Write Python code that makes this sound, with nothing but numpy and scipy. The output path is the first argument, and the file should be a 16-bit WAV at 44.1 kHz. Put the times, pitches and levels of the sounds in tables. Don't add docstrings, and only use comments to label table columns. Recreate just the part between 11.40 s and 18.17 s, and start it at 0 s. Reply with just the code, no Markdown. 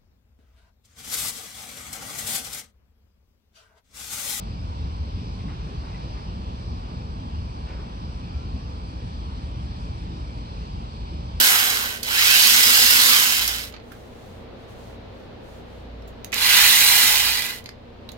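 import sys
import numpy as np
from scipy import signal
from scipy.fft import rfft, irfft
from scipy.io import wavfile
from scipy.ndimage import uniform_filter1d

SR = 44100
rng = np.random.default_rng(int(sys.argv[2]) if len(sys.argv) > 2 else 0)


def store_pcm(level_fs):
    pcm = np.round(np.clip(level_fs, -1, 1) * 32767).astype(np.int16)
    wavfile.write(sys.argv[1], SR, np.atleast_2d(pcm).T)


N = 298557
TIME = np.arange(N) / SR
TURN_S = 3

# press t/s, release t/s, top shaft speed/(turns/s), spin-up time constant/s, coast/s,
# rattle level/dB, low clatter/dB and hiss/dB against the mid band, lift of the bar's ring/dB
BURSTS = [(-1.5, .06, 238, .3, .615, -19, -6.4, -.1, -2.3), (.62, 1.73, 249, .315, .62, -19.8, -9, .2, .5),
          (4.92, 5.64, 246, .205, .61, -18.6, -9.3, 2, 0)]
# t/s, relative level/dB, decay/s, tilt/(dB/octave), main ring f/Hz
CLACKS = [(.630, -25.5, .0055, 9, 4500), (2.076, -22.5, .008, 12, 5000), (2.324, -47, .004, 1, 3200),
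          (2.339, -42.5, 0.009, -7.5, 4450), (2.364, -43, .006, -9.5, 4600), (2.381, -51, .004, -10, 1600),
          (2.398, -52, 0.008, -9, 4500), (4.920, -37, .005, 4, 2400), (4.927, -29.5, .025, -1, 2200),
          (4.942, -23, .003, 10.5, 2400), (6.241, -45, .0015, 5, 12000), (6.2586, -34.5, 0.003, -2, 4600),
          (6.2902, -37.5, 0.0028, -1.5, 4850)]


def amp(db):
    return 10 ** (np.asarray(db) / 20)


def unit(x):
    return x / np.sqrt(np.mean(x ** 2) + 1e-20)


def by_hz(points, hz, column=1):
    points = np.asarray(points, float)
    return np.interp(np.log(hz + 1), np.log(points[:, 0] + 1), points[:, column])


def by_burst(t):
    rows = np.asarray(BURSTS, float)
    return rows[np.searchsorted(rows[:, 0], t) - 1].T


def peak(hz, centre, width):
    return 1 / (1 + (2 * (hz - centre) / width) ** 2)


def wander(cutoff_hz):
    hz = np.fft.rfftfreq(N, 1 / SR)
    return unit(irfft(rfft(rng.standard_normal(N)) / (1 + (hz / cutoff_hz) ** 4), N))


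def coloured(x, points, tilt_db=0, ring_hz=1000, ring_db=0):
    hz = np.fft.rfftfreq(x.shape[-1], 1 / SR)
    octaves = np.log2((hz + 500) / 4000)
    gain = amp(by_hz(points, hz) + tilt_db * octaves + ring_db * peak(hz, ring_hz, 800))
    return irfft(rfft(x) * unit(gain), x.shape[-1])


def paired(z, coherence):
    return np.array([z[0], coherence * z[0] + np.sqrt(1 - coherence ** 2) * z[1]])


def shaft_speed(coast_curve=1.17):
    speed = np.zeros(N)
    for press, release, top, spin_up, coast, *_ in BURSTS:
        start = np.interp(press, TIME, speed)
        driven = start + (top - start) * np.tanh((np.minimum(TIME, release) - press) / spin_up)
        coasting = np.clip(1 - (TIME - release) / coast, 0, 1) ** coast_curve
        speed = np.where(TIME < press, speed, driven * coasting)
    return speed


def load(speed, full_turns_per_s2=282):
    return np.clip(uniform_filter1d(np.gradient(speed) * SR, size=3000) / full_turns_per_s2, 0, 1)


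def links(speed, links_per_turn=2, spread_db=3, ring_s=.0008, slide=.85, slap_db=.66, tick_db=-9):
    passed = np.cumsum(speed * links_per_turn) / SR
    strikes = np.zeros(N)
    for place in (0, .5):
        crossing = np.diff(np.floor(passed + place + .12 * wander(300)), prepend=0) > 0
        strikes += crossing * amp(spread_db * rng.uniform(-1, 1, N))
    force = signal.lfilter([1], [1, -np.exp(-1 / (ring_s * SR))], strikes) + slide
    force *= (1 + .06 * np.sin(2 * np.pi * passed / 16)) * amp(slap_db * wander(70))
    force /= np.sqrt(uniform_filter1d(force ** 2, size=2205))
    tick_rate = 9 * (speed + 20) * (speed / speed.max() + .1)
    ticks = (rng.random(N) < tick_rate / SR) * rng.choice([-1, 1], (2, N)) * np.sqrt(SR / tick_rate)
    return force * (rng.standard_normal((2, N)) + amp(tick_db) * ticks)


def flares(t, hz):
    # t/s, half length/s, f/Hz, width/Hz, lift/dB
    swells = [(1.03, .08, 4600, 900, 3), (1.46, .14, 4970, 260, 8), (1.68, .09, 3900, 700, 3),
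              (1.74, .13, 1130, 300, 6), (5.17, .06, 1430, 260, 8), (5.42, .15, 4110, 200, 3.5),
              (5.93, .14, 4700, 500, 4.5)]
    return sum(db * np.outer(np.exp(-((t - s) / length) ** 2), peak(hz, f, width))
               for s, length, f, width, db in swells)


def burst_colour(t, hz, body, bar_hz=5200, bar_width_hz=2200):
    *_, clatter, hiss, bar = by_burst(t)
    bands_hz = [(700, 1800), (1800, 6000), (7000, 15500)]
    low, mid, high = (20 * np.log10(np.linalg.norm(body[(hz > a) & (hz < b)])) for a, b in bands_hz)
    clatter_db = np.outer(clatter - low + mid, by_hz([(1400, 1), (2200, 0)], hz))
    hiss_db = np.outer(hiss - high + mid, by_hz([(5000, .0022), (8000, .85)], hz))
    bar_db = np.outer(bar, peak(hz, bar_hz, bar_width_hz))
    return clatter_db + hiss_db + bar_db - mid


def speed_colour(t, hz, speed, coast_ring_db):
    # f/Hz, level/dB
    pull_colour = [(300, 1.5), (1000, 1), (1500, 2.8), (1900, 1.5), (2400, 4.5), (4600, 3.4), (8000, 1.9),
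                   (15000, 1.9)]
    # f/Hz, level/dB
    slow_colour = [(300, .5), (1300, .3), (2600, -1), (4600, -1.6), (8000, -5.2), (15000, -5.4)]
    # multiple of shaft rate, width/Hz, lift/dB
    growl = [(8.3, 220, 2.5), (14, 220, 6)]
    shaft_hz = np.interp(t, TIME, speed)[:, None]
    pull = np.interp(t, TIME, load(speed))[:, None]
    pace = shaft_hz / speed.max()
    growl_db = pull * pace * sum(db * peak(hz, k * shaft_hz, width) for k, width, db in growl)
    pull_db = pull * pace ** .17 * by_hz(pull_colour, hz)
    slow_db = (1 - pace) * (by_hz(slow_colour, hz) + (1 - pull) * coast_ring_db)
    return growl_db + pull_db + slow_db


def rattle(drive, speed, colour, modes, image, gain_db, patchy_db, coast_ring, settle_turns_per_s=15):
    hz, t, z = signal.stft(drive, SR, nperseg=1024, noverlap=768)
    coherence, phase, balance_db = (by_hz(image, hz, column) for column in (1, 2, 3))
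    z = paired(z.transpose(0, 2, 1), coherence)
    z *= np.array([amp(balance_db / 2), amp(-balance_db / 2) * np.exp(-1j * phase)])[:, None]
    ring_db = sum(db * peak(hz, f, width) for f, width, db in modes)
    body = amp(by_hz(colour, hz) + ring_db)
    z *= body / np.sqrt(np.mean(abs(z) ** 2, (0, 1)))
    z *= amp(burst_colour(t, hz, body) + speed_colour(t, hz, speed, coast_ring * ring_db))
    patches = uniform_filter1d(rng.standard_normal(z.shape[1:]), size=12, axis=0)
    patches = unit(uniform_filter1d(patches, size=5, axis=1))
    z *= amp(patchy_db * patches + flares(t, hz))
    sound = signal.istft(z.transpose(0, 2, 1), SR, nperseg=1024, noverlap=768)[1][:, :N]
    jumping = speed ** 2 / (speed ** 2 + settle_turns_per_s ** 2)
    _, _, top_speed, _, _, burst_db, *_ = by_burst(TIME)
    return sound * jumping * amp(burst_db + gain_db) * (speed / top_speed) ** .94


def chain(speed):
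    # f/Hz, relative level/dB
    cover_colour = [(100, -35.5), (300, -21), (600, -19.5), (1000, -10.5), (1300, -8), (1850, -1.4),
                    (2800, .7), (4000, .3), (5200, .8), (6500, -4), (8500, -9), (10500, -9.3), (12500, -5),
                    (15800, -8.7)]
    motor_colour = [(100, -21), (300, -25), (600, -19.5), (850, -9), (1250, -9), (2200, 1), (3000, 6),
                    (4600, 4), (6500, -6), (8500, -16.5), (10500, -15.5), (12000, -11.5), (15800, -15.5)]
    # f/Hz, width/Hz, lift/dB
    cover_modes = [(761, 60, 7), (970, 44, 3.5), (1490, 36, 12), (1623, 60, 7), (2056, 110, 5.7),
                   (3090, 270, 2.3), (4000, 100, 4.5), (5010, 190, 1), (5820, 280, -3), (9250, 400, 1.5)]
    motor_modes = [(816, 63, 5.8), (990, 35, 4.5), (1480, 33, 2), (1640, 60, 7), (2015, 125, 10.5),
                   (2325, 45, 4), (2450, 60, 4.5), (2890, 90, 3.2), (3835, 93, 5.4), (4130, 140, 7),
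                   (4950, 270, 1.5), (5260, 200, 2.5), (9300, 340, 3.3)]
    # f/Hz, coherence, left lead/rad, left minus right/dB
    cover_image = [(300, 0.18, -0.5, -6), (550, 0.98, -1.6, -0.5), (998, .5, -1.6, -6.5),
                   (1500, 0.75, -2.5, -3), (2270, 0.89, -3.5, -3.5), (2830, .3, -4.5, -6),
                   (3560, 0.588, -4, -4), (4860, .5, -5, -6), (7200, 0.23, -5, 1), (11500, .12, -4.5, -6.5),
                   (15000, .05, -3.5, -3.5)]
    motor_image = [(300, 0.59, -2, 0), (750, 0.27, -0.4, -8), (1080, 0.31, -1.5, -3.5),
                   (1363, 0.22, 2.9, -4), (1600, 0.19, 1, -2), (1890, 0.52, .65, -3), (2360, 0.65, 0, -3.5),
                   (2960, 0.55, 2, -5), (4300, 0.62, 2.5, -7.5), (5430, 0.41, 2.5, -1.5),
                   (7960, 0.33, 1.1, 2), (12000, 0.26, 1, -7), (15000, .1, 2, -3.5)]
    drive = links(speed)
    cover_up = rattle(drive, speed, cover_colour, cover_modes, cover_image,
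                      gain_db=1, patchy_db=1.7, coast_ring=.21)
    motor_up = rattle(drive, speed, motor_colour, motor_modes, motor_image,
                      gain_db=0, patchy_db=1.5, coast_ring=.4)
    return np.where(TIME < TURN_S, cover_up, motor_up)


def motor(speed, flutter=.004, rough=.7, strain_db=11):
    # multiple of shaft rate, level/dB at full speed with the cover up
    unbalance = [(1, -45), (2, -48), (4, -51)]
    # multiple of shaft rate, relative level/dB cover up, relative level/dB motor up
    gears = [(8, -47, -45), (11, -47, -47), (14, -37.5, -44), (17, -39.5, -39), (21, -42, -48),
             (26, -42, -50)]
    turns = np.cumsum(speed * (1 + flutter * wander(39.32))) / SR
    pace = speed / speed.max()
    motor_up = np.clip(TIME - TURN_S, 0, 1)
    def tone(multiple):
        flicker = 1 + rough * np.array([wander(25), wander(25)])
        cycles = multiple * turns + rng.random() + np.array([[0], [multiple / 70]])
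        return np.sqrt(2) * np.sin(2 * np.pi * cycles) * flicker
    hum = sum(amp(db - 6.7 * motor_up) * tone(k) for k, db in unbalance)
    whine = sum(amp(cover_db + (motor_db - cover_db) * motor_up) * tone(k)
                for k, cover_db, motor_db in gears)
    strain = pace ** 2 * amp(strain_db * load(speed))
    return hum * pace ** 5 + whine * strain * amp([[-1.5], [1.5]])


def walls(x):
    # f/Hz, t60/s
    decay = [(200, 0.13), (2000, 0.3), (6000, 0.17), (15000, 0.15)]
    hz, t, z = signal.stft(rng.standard_normal((2, SR // 2)), SR, nperseg=256)
    envelope = amp(-60 * t / by_hz(decay, hz)[:, None]) * (t > .004)
    tail = signal.istft(z * envelope, SR, nperseg=256)[1]
    return signal.fftconvolve(x, tail / np.linalg.norm(tail[0]), axes=1)[:, :N]


def room_tone(waver=.35, drift_hz=1.2, drone_hz=58.5, drone_db=-52.3, drone_waver_db=2.8):
    # f/Hz, relative level/dB
    colour = [(20, -11.5), (42, -2.5), (75, 1.5), (105, 3), (140, -2.5), (230, 2), (330, -2.5), (500, 1),
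              (750, -5), (1200, -12.5), (2000, -17), (4100, -20), (5500, -31.5), (9000, -46.5)]
    # f/Hz, coherence
    coherence = [(60, 0.53), (150, 0.87), (300, 0.42), (600, 0.0045), (1200, 0), (8000, 0)]
    # t/s, level/dB
    wash_levels = [(0, -42), (2.5, -44), (3.3, -41.5), (4.5, -42.5), (5.2, -42), (6.4, -45.5), (6.77, -43)]
    # f/Hz, level/dB
    hum_lines = [(29, -58), (89.5, -53), (118, -55), (240, -55.5), (461, -60)]
    # t/s, half length/s, lift/dB
    swells = [(.38, .13, 5), (1.15, .06, 9), (1.5, .1, 6), (2.13, .14, 10), (4.56, .14, 11), (5.92, .15, 6)]
    hz = np.fft.rfftfreq(N, 1 / SR)
    spectrum = paired(rfft(rng.standard_normal((2, N))), by_hz(coherence, hz))
    wash = unit(irfft(spectrum * amp(by_hz(colour, hz)), N))
    wash *= amp(np.interp(TIME, *np.transpose(wash_levels)))
    def tone(f):
        return np.sqrt(2) * np.sin(2 * np.pi * np.cumsum(f + drift_hz * wander(3.96)) / SR)
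    hum = sum(amp(db) * tone(f) * (1 + waver * wander(11)) for f, db in hum_lines)
    swell_db = sum(db * np.exp(-((TIME - s) / length) ** 2) for s, length, db in swells)
    swell_db += drone_waver_db * wander(3)
    return wash + hum + tone(drone_hz) * amp(drone_db + swell_db)


def knocks(rows, colour, ring_db, rise_s=.0004, lead_samples=256):
    out = np.zeros((2, N))
    t = np.maximum(np.arange(4096) - lead_samples, 0) / SR
    for s, db, decay, tilt_db, ring_hz in rows:
        blow = rng.standard_normal((2, len(t))) * np.exp(-t / decay) * (1 - np.exp(-t / rise_s))
        part = out[:, round(s * SR) - lead_samples:][:, :len(t)]
        part += amp(db) * coloured(blow, colour, tilt_db, ring_hz, ring_db)[:, :part.shape[1]]
    return out * amp([[-3], [3]])


def chain_clacks():
    # f/Hz, relative level/dB
    colour = [(200, -16), (1200, -9), (2100, -1.5), (3000, -3.5), (4100, -3), (5000, -6), (6200, -5),
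              (9000, -17.5), (12500, -14.5), (15800, -26.5)]
    return knocks(CLACKS, colour, ring_db=7)


def bar_clinks(speed, gain_db=-1.5, taut_damping_db=16, rise_s=.00039):
    # f/Hz, relative level/dB, t60/s
    modes = [(2066, -16, 0.11), (3990, -19, 0.05), (4400, -12, .07), (4940, -11.5, 0.051), (7040, -27, .05)]
    out = np.zeros((2, N))
    t = np.arange(SR // 5) / SR
    pull = load(speed)
    for s, db, *_ in CLACKS:
        start = round(s * SR)
        phases = rng.random((len(modes), 2, 1))
        ring = sum(amp(mode_db - 60 * t / t60) * np.sin(2 * np.pi * (hz * t + phase))
                   for (hz, mode_db, t60), phase in zip(modes, phases))
        gain = amp(db + gain_db - taut_damping_db * pull[start])
        out[:, start:][:, :len(t)] += gain * ring * np.minimum(t / rise_s, 1)
    return out


def hand_rustle(taper=.9):
    # start t/s, length/s, level/dB
    strokes = [(2.4, .35, -61), (2.62, .46, -61.5), (3.16, .12, -68), (3.27, .08, -60), (3.3, .29, -60),
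               (3.7, .2, -69), (4.0, .25, -61.5), (4.23, .25, -66.5)]
    # f/Hz, relative level/dB
    colour = [(1000, -25), (4000, -3), (6000, 2), (9000, -3.5), (12500, -5), (15800, -7)]
    power = np.zeros(N)
    for s, length, db in strokes:
        arch = np.sin(np.pi * np.clip((TIME - s) / length, 0, 1))
        power += (amp(db) * arch ** taper) ** 2
    return coloured(unit(rng.standard_normal((2, N))), colour) * np.sqrt(power)


def housing_clicks():
    # t/s, relative level/dB, decay/s, tilt/(dB/octave), main ring f/Hz
    clicks = [(2.518, -46.5, 0.01, 3.5, 1490), (2.86, -64.5, .01, 11, 7500),
              (4.621, -55, 0.0036, -0.5, 5300), (4.676, -56, .015, 7, 6900),
              (4.8455, -29, 0.002, 5.5, 6500), (6.690, -37.5, 0.0038, 0.5, 4000),
              (6.718, -42, .003, 8, 6500)]
    # f/Hz, relative level/dB
    colour = [(200, -10), (900, 1), (1500, 10), (2300, 7), (4000, 6), (6500, -5), (9000, -7), (12500, -6),
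              (15800, -8)]
    return knocks(clicks, colour, ring_db=13)


def scene():
    speed = shaft_speed()
    saw = chain(speed) + motor(speed)
    contacts = chain_clacks() + housing_clicks() + bar_clinks(speed)
    reflections = amp(-10.5) * walls(saw) + amp(-1.5) * walls(contacts)
    return saw + amp(6.5) * contacts + reflections + hand_rustle() + room_tone()


def record(dry, ceiling=.95, edge_hz=15950):
    limited = dry / (1 + (dry / ceiling) ** 6) ** (1 / 6)
    lowpass = signal.firwin(511, edge_hz, window=("kaiser", 9), fs=SR)
    return signal.oaconvolve(limited, lowpass[None], "same")


dry = scene()
out = record(dry)
store_pcm(out)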